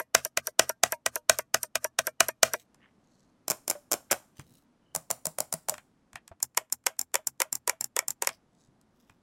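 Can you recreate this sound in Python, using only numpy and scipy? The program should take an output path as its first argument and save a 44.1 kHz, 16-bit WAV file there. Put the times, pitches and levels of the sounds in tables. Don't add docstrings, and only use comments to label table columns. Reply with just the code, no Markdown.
import sys
import numpy as np
from scipy import signal
from scipy.fft import rfft, irfft
from scipy.io import wavfile
from scipy.ndimage import uniform_filter1d

SR = 44100
rng = np.random.default_rng(int(sys.argv[2]) if len(sys.argv) > 2 else 0)


def waveform_to_disk(signal):
    frames = np.transpose(np.atleast_2d(signal))
    scaled = np.clip(frames, -1, 1) * 32767
    samples = np.round(scaled).astype(np.int16)
    wavfile.write(sys.argv[1], SR, samples)


N = 406602
SIZE, LEAD = 16384, 2048
HZ = np.fft.rfftfreq(SIZE, 1 / SR)
AGE = (np.arange(SIZE) - LEAD) / SR

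# start in seconds, travel to the stop in seconds.
RIGHT_DOWN = [(6.5722, 0.0029), (6.8642, 0.0033), (7.142, .012), (7.4018, .0157), (7.6761, .0189),
              (7.9648, 0.025), (8.222, 0.05)]
# start in seconds, travel to rest in seconds, snap in dB.
RIGHT_UP = [(6.4272, 0.0023, -21.5), (6.7242, 0.0029, -23), (6.9917, 0.021, -24), (7.2705, 0.0027, -24),
            (7.5268, .0261, -24.5), (7.8091, 0.033, -26), (8.082, 0.023, -25.5)]


def left_button(bite_db=1.65, return_snap_db=-26.5):
    # press in seconds, release in seconds, force in dB, knock of the returning cap in dB.
    clicks = [(-.11, -0.004, -19, -32.5), (0.1481, 0.2492, -16.5, -37), (0.3723, 0.4702, -24, -35),
              (0.5935, 0.693, -16.5, -29), (0.8344, 0.9214, -18, -29), (1.0613, 1.1568, -23.5, -32.5),
              (1.2955, 1.3866, -16, -29), (1.543, 1.6307, -20.5, -40.5), (1.7545, 1.8436, -25, -28),
              (1.9878, 2.0688, -22.5, -28.5), (2.2043, 2.2842, -17, -29), (2.4301, 2.535, -15.5, -28)]
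    # frequency in Hz, level in dB.
    press_colour = [(71, -58.5), (120, -23.5), (400, -12.5), (493, -5.5), (656, 2), (874, -7.5), (1520, -4),
                    (2020, -12), (2430, -7.5), (2700, -8), (4230, -22), (5300, -16.5), (8660, -18),
                    (12300, -26), (16000, -31)]
    release_colour = [(88, -62.5), (150, -29.5), (649, 0.5), (821, -18.5), (941, -9.5), (1260, -7.5),
                      (1660, -3.5), (3700, -24), (5680, -13), (10200, -16), (11700, -18.5), (12400, -29),
                      (14500, -16), (16000, -35.5)]
    # frequency in Hz, width in Hz, strength in dB.
    press_rings = [(345, 8.8, 4.5), (648, 45, 7), (1044, 70, 9), (1263, 35, 8), (1520, 220, 5),
                   (1923, 45, 10.5), (2397, 62, 9.5), (2940, 38, 1.5), (6270, 230, 4), (6850, 530, 5)]
    release_rings = [(343, 29, 1.4), (627, 23, 7), (947, 72, 11), (1380, 60, 2), (1590, 23, 4.6),
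                     (2500, 55, 6.1), (5820, 130, 11), (7370, 140, 2), (8760, 280, 7.1), (11540, 150, 20),
                     (14110, 73, 9)]
    presses = [(s, force_db + bite_db, force_db) for s, _, force_db, _ in clicks]
    releases = [(s, return_snap_db, knock_db) for _, s, _, knock_db in clicks]
    down = switch(presses, press_colour, press_rings, rise_ms=0.82, snap_ms=3.3, shell_ms=4, lag_ms=0.5,
                  snap_tail=(-21, 0.13), shell_tail=(-14, 0.12), bend=1.8, desk_db=-27,
                  hiss_db=-19, hiss_s=0.0014, tail_follow=0.85)
    up = switch(releases, release_colour, release_rings, rise_ms=0.062, snap_ms=3, shell_ms=13,
                lag_ms=3.9, snap_tail=(-19.5, 0.06), shell_tail=(-14, 0.031), bend=2.2, desk_db=-33,
                hiss_db=-24.5, hiss_s=0.017)
    return down + up + spring(clicks)


def spring(clicks, waver_s=0.008):
    # frequency in Hz, level against the force in dB, 60 dB decay in seconds.
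    modes = [(1210, -33, 0.36), (1570, -31, .3), (4310, -44.5, 0.28), (6760, -46.5, .35)]
    out = np.zeros(N)
    for s, release_s, force_db, _ in clicks:
        wavers = smooth_noise((len(modes), SIZE), round(waver_s * SR))
        buzz = sum(amp(db) * ring(hz, t60) * waver / rms(waver)
                   for (hz, db, t60), waver in zip(modes, wavers))
        add(out, s + AGE[0], amp(force_db) * buzz * (AGE < release_s - s))
    return out


def scroll_wheel(settle_s=0.008, snap_share=0.2):
    # start, ride over the tooth and bounce, all in seconds, then force in dB.
    notches = [(3.4809, 0.02, 0.0068, -0.9), (3.679, 0.02, 0.0031, -3), (3.9153, .0054, .0101, 1.1),
               (4.1113, 0.0029, 0.0053, 4.5)]
    # snap in dB, knock in dB.
    contacts = [(-28, -33.5), (-24, -31.5), (-24.5, -34), (-30, -30.5)]
    # frequency in Hz, level in dB.
    colour = [(71, -41), (120, -21.5), (483, -10), (617, -0.5), (1580, -10.5), (2380, -18.5), (3660, -16),
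              (4410, -12), (5520, -1.5), (6240, -4), (7350, -2), (7980, -2), (13900, -10.5), (16000, -15)]
    # frequency in Hz, width in Hz, strength in dB.
    rings = [(353, 110, 5), (570, 18, -2), (750, 19, 0), (1400, 120, -16), (2310, 250, 8.5),
             (5840, 640, -0.5), (7300, 400, 2), (11700, 470, 6)]
    strokes = []
    for s, ride_s, bounce_s, force_db in notches:
        times = s + np.cumsum([0, ride_s, bounce_s, settle_s])
        for at, (snap_db, knock_db) in zip(times, contacts):
            strokes.append((at, snap_db + snap_share * force_db, knock_db + force_db))
    return switch(strokes, colour, rings, rise_ms=0.48, snap_ms=1.46, shell_ms=2.34,
                  snap_tail=(-19.5, 0.24), shell_tail=(-12, 0.18), bend=0.49, desk_db=-30)


def small_button(muffle=0.74, thump_hz=160, thump_t60=0.13):
    # start in seconds, travel to the stop in seconds, force in dB, housing thump in dB.
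    presses = [(4.9494, 0.011, -3.1, -39), (5.1034, .0072, 0.1, -58), (5.2546, 0.013, -4.5, -37.5),
               (5.385, 0.019, -0.4, -47), (5.5256, .0128, -5, -36), (5.6855, 0.0096, 0.3, -49)]
    # snap in dB, knock in dB.
    contacts = [(-30.5, -31.5), (-24, -34.5)]
    # frequency in Hz, level in dB.
    colour = [(30, -42), (71, -32), (120, -11), (321, -15), (712, 4.5), (911, -2.5), (2020, -13),
              (3310, -15), (5870, -7.5), (6500, -9), (7200, -3), (8840, -5.5), (9590, -5.5), (10400, -8.5),
              (16000, -14)]
    # frequency in Hz, width in Hz, strength in dB.
    rings = [(574, 19, 1), (1950, 58, 2), (6040, 240, 5.5), (7200, 380, 5.5), (9550, 400, 5.5),
             (13600, 900, 5)]
    (trip_snap_db, trip_knock_db), (stop_snap_db, stop_knock_db) = contacts
    strokes, thumps = [], []
    for s, travel_s, force_db, thump_db in presses:
        strokes.append((s, trip_snap_db - muffle * force_db, trip_knock_db + force_db))
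        strokes.append((s + travel_s, stop_snap_db + force_db, stop_knock_db + force_db))
        thumps.append((s + travel_s, thump_db, thump_hz, thump_t60))
    clicks = switch(strokes, colour, rings, rise_ms=0.62, snap_ms=1.5, shell_ms=2.1,
                    snap_tail=(-19, 0.25), shell_tail=(-14.5, 0.22), bend=0.63, desk_db=-24.5)
    return clicks + knocks(thumps) + hollow_shell([s for s, *_ in thumps], db=-32.5, hz=635, t60=0.078)


def right_button(settle_s=0.035, return_knock_db=-42.5, rest_snap_db=-28, rest_knock_db=-48):
    # snap in dB, knock in dB.
    contacts = [(-25, -29), (-22.3, -25.5)]
    # frequency in Hz, level in dB.
    press_colour = [(88, -64), (150, -39.5), (545, 0.5), (689, -5.5), (979, 1), (1340, -3), (2220, -6.5),
                    (4240, -13), (5460, -3.5), (6390, -3.5), (7180, -0.5), (10400, -6.5), (11700, -3),
                    (16000, -20)]
    release_colour = [(71, -64), (120, -17.5), (463, -13.5), (822, -11), (1190, -14.5), (2200, -18),
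                      (4060, -21), (5410, -11.5), (6240, -6), (7350, -5), (7980, -8), (13300, -6),
                      (14700, -12), (16000, -13)]
    # frequency in Hz, width in Hz, strength in dB.
    trip_rings = [(362, 43, 10.5), (959, 26, 8.5), (1860, 47, 8.5), (8700, 400, 1), (12700, 510, -13.5)]
    stop_rings = [(323, 50, 2), (558, 25, 5.5), (1023, 26, 2.5), (1920, 41, 7), (2290, 470, 10),
                  (5500, 240, 6), (7230, 320, 2), (12700, 510, -14)]
    release_rings = [(815, 19, 1.5), (1070, 27, -16), (5500, 440, 9), (7200, 153, -6), (7370, 380, 9),
                     (8440, 250, 4.5), (14500, 880, -23)]
    trip, stop = contacts
    trips = [(s, *trip) for s, _ in RIGHT_DOWN]
    stops = [(s + travel_s, *stop) for s, travel_s in RIGHT_DOWN]
    releases = []
    for s, travel_s, snap_db in RIGHT_UP:
        releases += [(s, snap_db, return_knock_db), (s + travel_s, rest_snap_db, rest_knock_db)]
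    out = switch(trips, press_colour, trip_rings, rise_ms=0.68, snap_ms=1.6, shell_ms=5, lag_ms=0.15,
                 snap_tail=(-21.5, 0.091), shell_tail=(-11.5, 0.065), bend=0.57, desk_db=-36.5)
    out += switch(stops, press_colour, stop_rings, rise_ms=0.87, snap_ms=1.1, shell_ms=2.2, lag_ms=0.17,
                  snap_tail=(-25, 0.047), shell_tail=(-15.5, 0.087), bend=0.43, desk_db=-43)
    out += switch(releases, release_colour, release_rings, rise_ms=0.65, snap_ms=1.434, shell_ms=3.56,
                  snap_tail=(-22, 0.052), shell_tail=(-10.5, 0.044), bend=2.26, desk_db=-16)
    return out + hollow_shell([s + settle_s for s, *_ in stops], db=-44.5, hz=640, t60=0.085)


def switch(strokes, colour, rings, rise_ms, snap_ms, shell_ms, snap_tail, shell_tail, bend, desk_db,
           lag_ms=0.1, hiss_db=-24, hiss_s=0.002, tail_follow=0, split_hz=3500, damping_hz=45):
    out = np.zeros(N)
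    snap_grain, shell_grain = rng.standard_normal((2, SIZE))
    treble = 1 / (1 + (split_hz / (HZ + 1)) ** 12)
    own_modes = ripple(170)
    hardest_db = max(knock_db for _, _, knock_db in strokes)
    for s, snap_db, knock_db in strokes:
        detune = 1 + 0.0062 * rng.standard_normal()
        peaks = sum(amp(db) ** 2 / (1 + (2 * (HZ - hz * detune) / np.hypot(width, damping_hz)) ** 2)
                    for hz, width, db in rings)
        lift = np.sqrt(1 + peaks)
        gain = read(colour, HZ) * amp(1.5 * own_modes + 2 * ripple(150))
        linger = amp(tail_follow * (knock_db - hardest_db))
        hiss = amp(hiss_db) * haze((AGE < 0) * np.exp(-abs(AGE) / hiss_s))
        snap = strike(gain * np.sqrt(treble), lift, snap_grain, hiss,
                      rise_ms, snap_ms, 0, *snap_tail, linger, bend)
        shell = strike(gain * np.sqrt(1 - treble), lift, shell_grain, hiss,
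                       rise_ms, shell_ms, lag_ms, *shell_tail, linger, bend)
        add(out, s + AGE[0], amp(snap_db) * snap + amp(knock_db) * (shell + amp(desk_db) * desk()))
    return out


def strike(gain, lift, grain, hiss, rise_ms, fall_ms, lag_ms, tail_db, tail_s, linger, bend):
    likeness = 0.75
    grain = likeness * grain + np.sqrt(1 - likeness ** 2) * rng.standard_normal(SIZE)
    contact = np.roll(chatter(grain, rise_ms, fall_ms), round(lag_ms * SR / 1000))
    onset = np.clip((AGE - 0.006) / 0.0047, 0, 1)
    fade = amp(-60 * (abs(AGE) / (tail_s * linger)) ** bend)
    tail = amp(tail_db) * haze(onset * fade * catch_and_slip(depth_db=1.5))
    diffuse = rfft(hiss + tail) * 1.4 / lift ** 0.66
    sound = irfft((rfft(contact) + diffuse) * causal(gain * lift))
    return sound / rms(sound[LEAD:LEAD + 353])


def chatter(grain, rise_ms, fall_ms):
    ms = np.maximum(AGE, 0) * 1000
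    shape = (1 - np.exp(-ms / rise_ms)) * np.exp(-ms / fall_ms)
    burst = grain * shape
    for _ in range(4):
        whitened = irfft(np.exp(1j * np.angle(rfft(burst))))
        burst = whitened * np.sqrt(shape)
    return burst / np.linalg.norm(burst)


def hollow_shell(times, db, hz, t60, drift=0.032):
    return knocks([(s, db, hz * (1 + drift * rng.uniform(-1, 1)), t60) for s in times])


def desk():
    # frequency in Hz, level in dB, 60 dB decay in seconds.
    modes = [(50, -10.5, 0.18), (82, -4.5, 0.28), (126, -1, 0.28), (180, -3.5, .12), (240, 1.5, 0.16)]
    return sum(amp(db) * ring(hz * rng.uniform(0.94, 1.06), t60) * rng.choice([-1, 1])
               for hz, db, t60 in modes)


def knocks(rows, scuff_db=-7, scuff_s=0.0096):
    out = np.zeros(N)
    for s, db, hz, t60 in rows:
        band = signal.butter(2, [hz / 2, hz * 2], "bandpass", fs=SR, output="sos")
        scuff = signal.sosfilt(band, haze((AGE > 0) * np.exp(-abs(AGE) / scuff_s)))
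        add(out, s + AGE[0], amp(db) * (ring(hz, t60) + amp(scuff_db) * scuff / abs(scuff).max()))
    return out


def hands():
    # start in seconds, snap in dB, knock in dB.
    touches = [(2.745, -63, -66), (4.395, -50.5, -48), (5.74, -45, -41.5), (5.78, -52, -46.5),
               (6.131, -56, -54), (6.156, -46.5, -38), (6.278, -49.5, -57), (8.247, -42, -44.5),
               (8.2898, -37, -35.5), (8.813, -67.5, -84), (9.096, -65.5, -56.5)]
    # frequency in Hz, level in dB.
    colour = [(40, -24), (150, -11), (400, -28), (700, -2.5), (1600, 0.5), (2400, -4.5), (4000, -10.5),
              (7500, -5.5), (12000, -15), (16000, -32)]
    # start in seconds, level in dB, pitch in Hz, 60 dB decay in seconds.
    bumps = [(3.504, -37.5, 197, 0.097), (3.752, -36.5, 585, 0.12), (4.392, -36.5, 138, 0.099),
             (5.72, -31, 603, .096), (6.141, -47.5, 92.1, 0.097), (6.311, -47, 87.5, .1),
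             (6.315, -35.5, 678, 0.04), (8.685, -51, 138.4, .063), (9.098, -51.5, 98, .074)]
    ticks = switch(touches + landings(), colour, rings=[], rise_ms=0.84, snap_ms=1.2, shell_ms=4.05,
                   snap_tail=(-18.5, 0.058), shell_tail=(-13, 0.093), bend=1, desk_db=-25.5)
    return ticks + knocks(bumps) + grainy_swells()


def landings(lead_s=0.025, first_db=-57.5, fade_db_per_s=27.5):
    times = np.sort([s for s, *_ in RIGHT_DOWN + RIGHT_UP])
    levels = first_db - fade_db_per_s * (times - times[0])
    return [(s - lead_s, db, db) for s, db in zip(times, levels)]


def grainy_swells():
    # peak time in seconds, length in seconds, level in dB, centre in Hz, spread in octaves.
    swells = [(2.588, 0.056, -60.5, 5000, 1.5), (2.848, 0.058, -63.5, 1850, .45),
              (3.16, 0.17, -75, 5640, 0.53), (4.121, 0.015, -29, 2020, 0.5), (4.402, 0.048, -60, 2205, 1.8),
              (4.47, .11, -61.5, 110, 1.08), (4.523, 0.11, -65.5, 5800, 1.1),
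              (4.912, .09, -77, 2960, 0.044), (8.329, 0.052, -60, 3500, 1.23),
              (8.616, 0.098, -74, 5030, .71), (9.042, 0.14, -76, 3800, 1.44)]
    out = np.zeros(N)
    for s, length, db, hz, octaves in swells:
        swell = np.exp(-2 * ((AGE - AGE.mean()) / length) ** 2)
        band = np.exp(-0.5 * (np.log2((HZ + 1) / hz) / octaves) ** 2)
        grain = rng.standard_normal(SIZE) * catch_and_slip(depth_db=6)
        noise = irfft(rfft(grain) * band * amp(3.6 * ripple(400)))
        add(out, s - SIZE / SR / 2, amp(db) * swell * noise / rms(noise))
    return out


def room():
    # frequency in Hz, level in dB.
    colour = [(20, -16.5), (40, -9.5), (75, -11.5), (130, -7), (250, -3), (400, -14), (650, -15.5),
              (1200, -20.5), (2500, -30.5), (6000, -35), (11000, -41.5), (16000, -63.5)]
    # time in seconds, level in dB.
    levels = [(0, -75), (2.5, -72), (2.75, -67), (6.2, -68.5), (6.6, -76.5), (8.1, -71), (8.4, -68),
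              (9.2, -68)]
    s, db = np.transpose(levels)
    noise = irfft(rfft(rng.standard_normal(N)) * read(colour, np.fft.rfftfreq(N, 1 / SR)), N)
    return noise / rms(noise) * amp(np.interp(np.arange(N) / SR, s, db))


def ring(hz, t60, attack_s=0.001):
    age = np.maximum(AGE, 0)
    attack = 1 - np.exp(-age / attack_s)
    return np.sin(2 * np.pi * hz * age) * attack * np.exp(-np.log(1000) * age / t60)


def ripple(width_hz):
    wavy = smooth_noise(len(HZ), round(width_hz * SIZE / SR))
    return wavy / rms(wavy)


def catch_and_slip(depth_db):
    wavy = uniform_filter1d(rng.standard_normal(SIZE), 110)
    return amp(depth_db * wavy / rms(wavy))


def smooth_noise(shape, span):
    return uniform_filter1d(uniform_filter1d(rng.standard_normal(shape), span), span)


def haze(envelope):
    noise = envelope * rng.standard_normal(SIZE)
    return noise / np.linalg.norm(noise)


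def causal(gain):
    log_gain = np.log(np.maximum(gain / gain.max(), 1e-5))
    mirrored = np.concatenate([log_gain, log_gain[-2:0:-1]])
    return np.exp(np.conj(signal.hilbert(mirrored)))[:len(gain)]


def read(points, hz):
    point_hz, db = np.transpose(points)
    return amp(np.interp(np.log(hz + 1), np.log(point_hz + 1), db))


def add(mix, s, sound):
    start = round(s * SR)
    part = mix[max(start, 0):max(start + len(sound), 0)]
    part += sound[max(-start, 0):][:len(part)]


def amp(db):
    return 10 ** (np.asarray(db) / 20)


def rms(x):
    return np.sqrt(np.mean(x ** 2) + 1e-30)


def scene():
    return (left_button() + scroll_wheel() + small_button() + right_button() + hands() + room())[None]


def record(dry, edge_hz=16200):
    lowpass = signal.firwin(255, edge_hz, window=("kaiser", 9), fs=SR)
    return signal.oaconvolve(np.clip(dry, -1, 1), lowpass[None], "same")


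dry = scene()
out = record(dry)
waveform_to_disk(out)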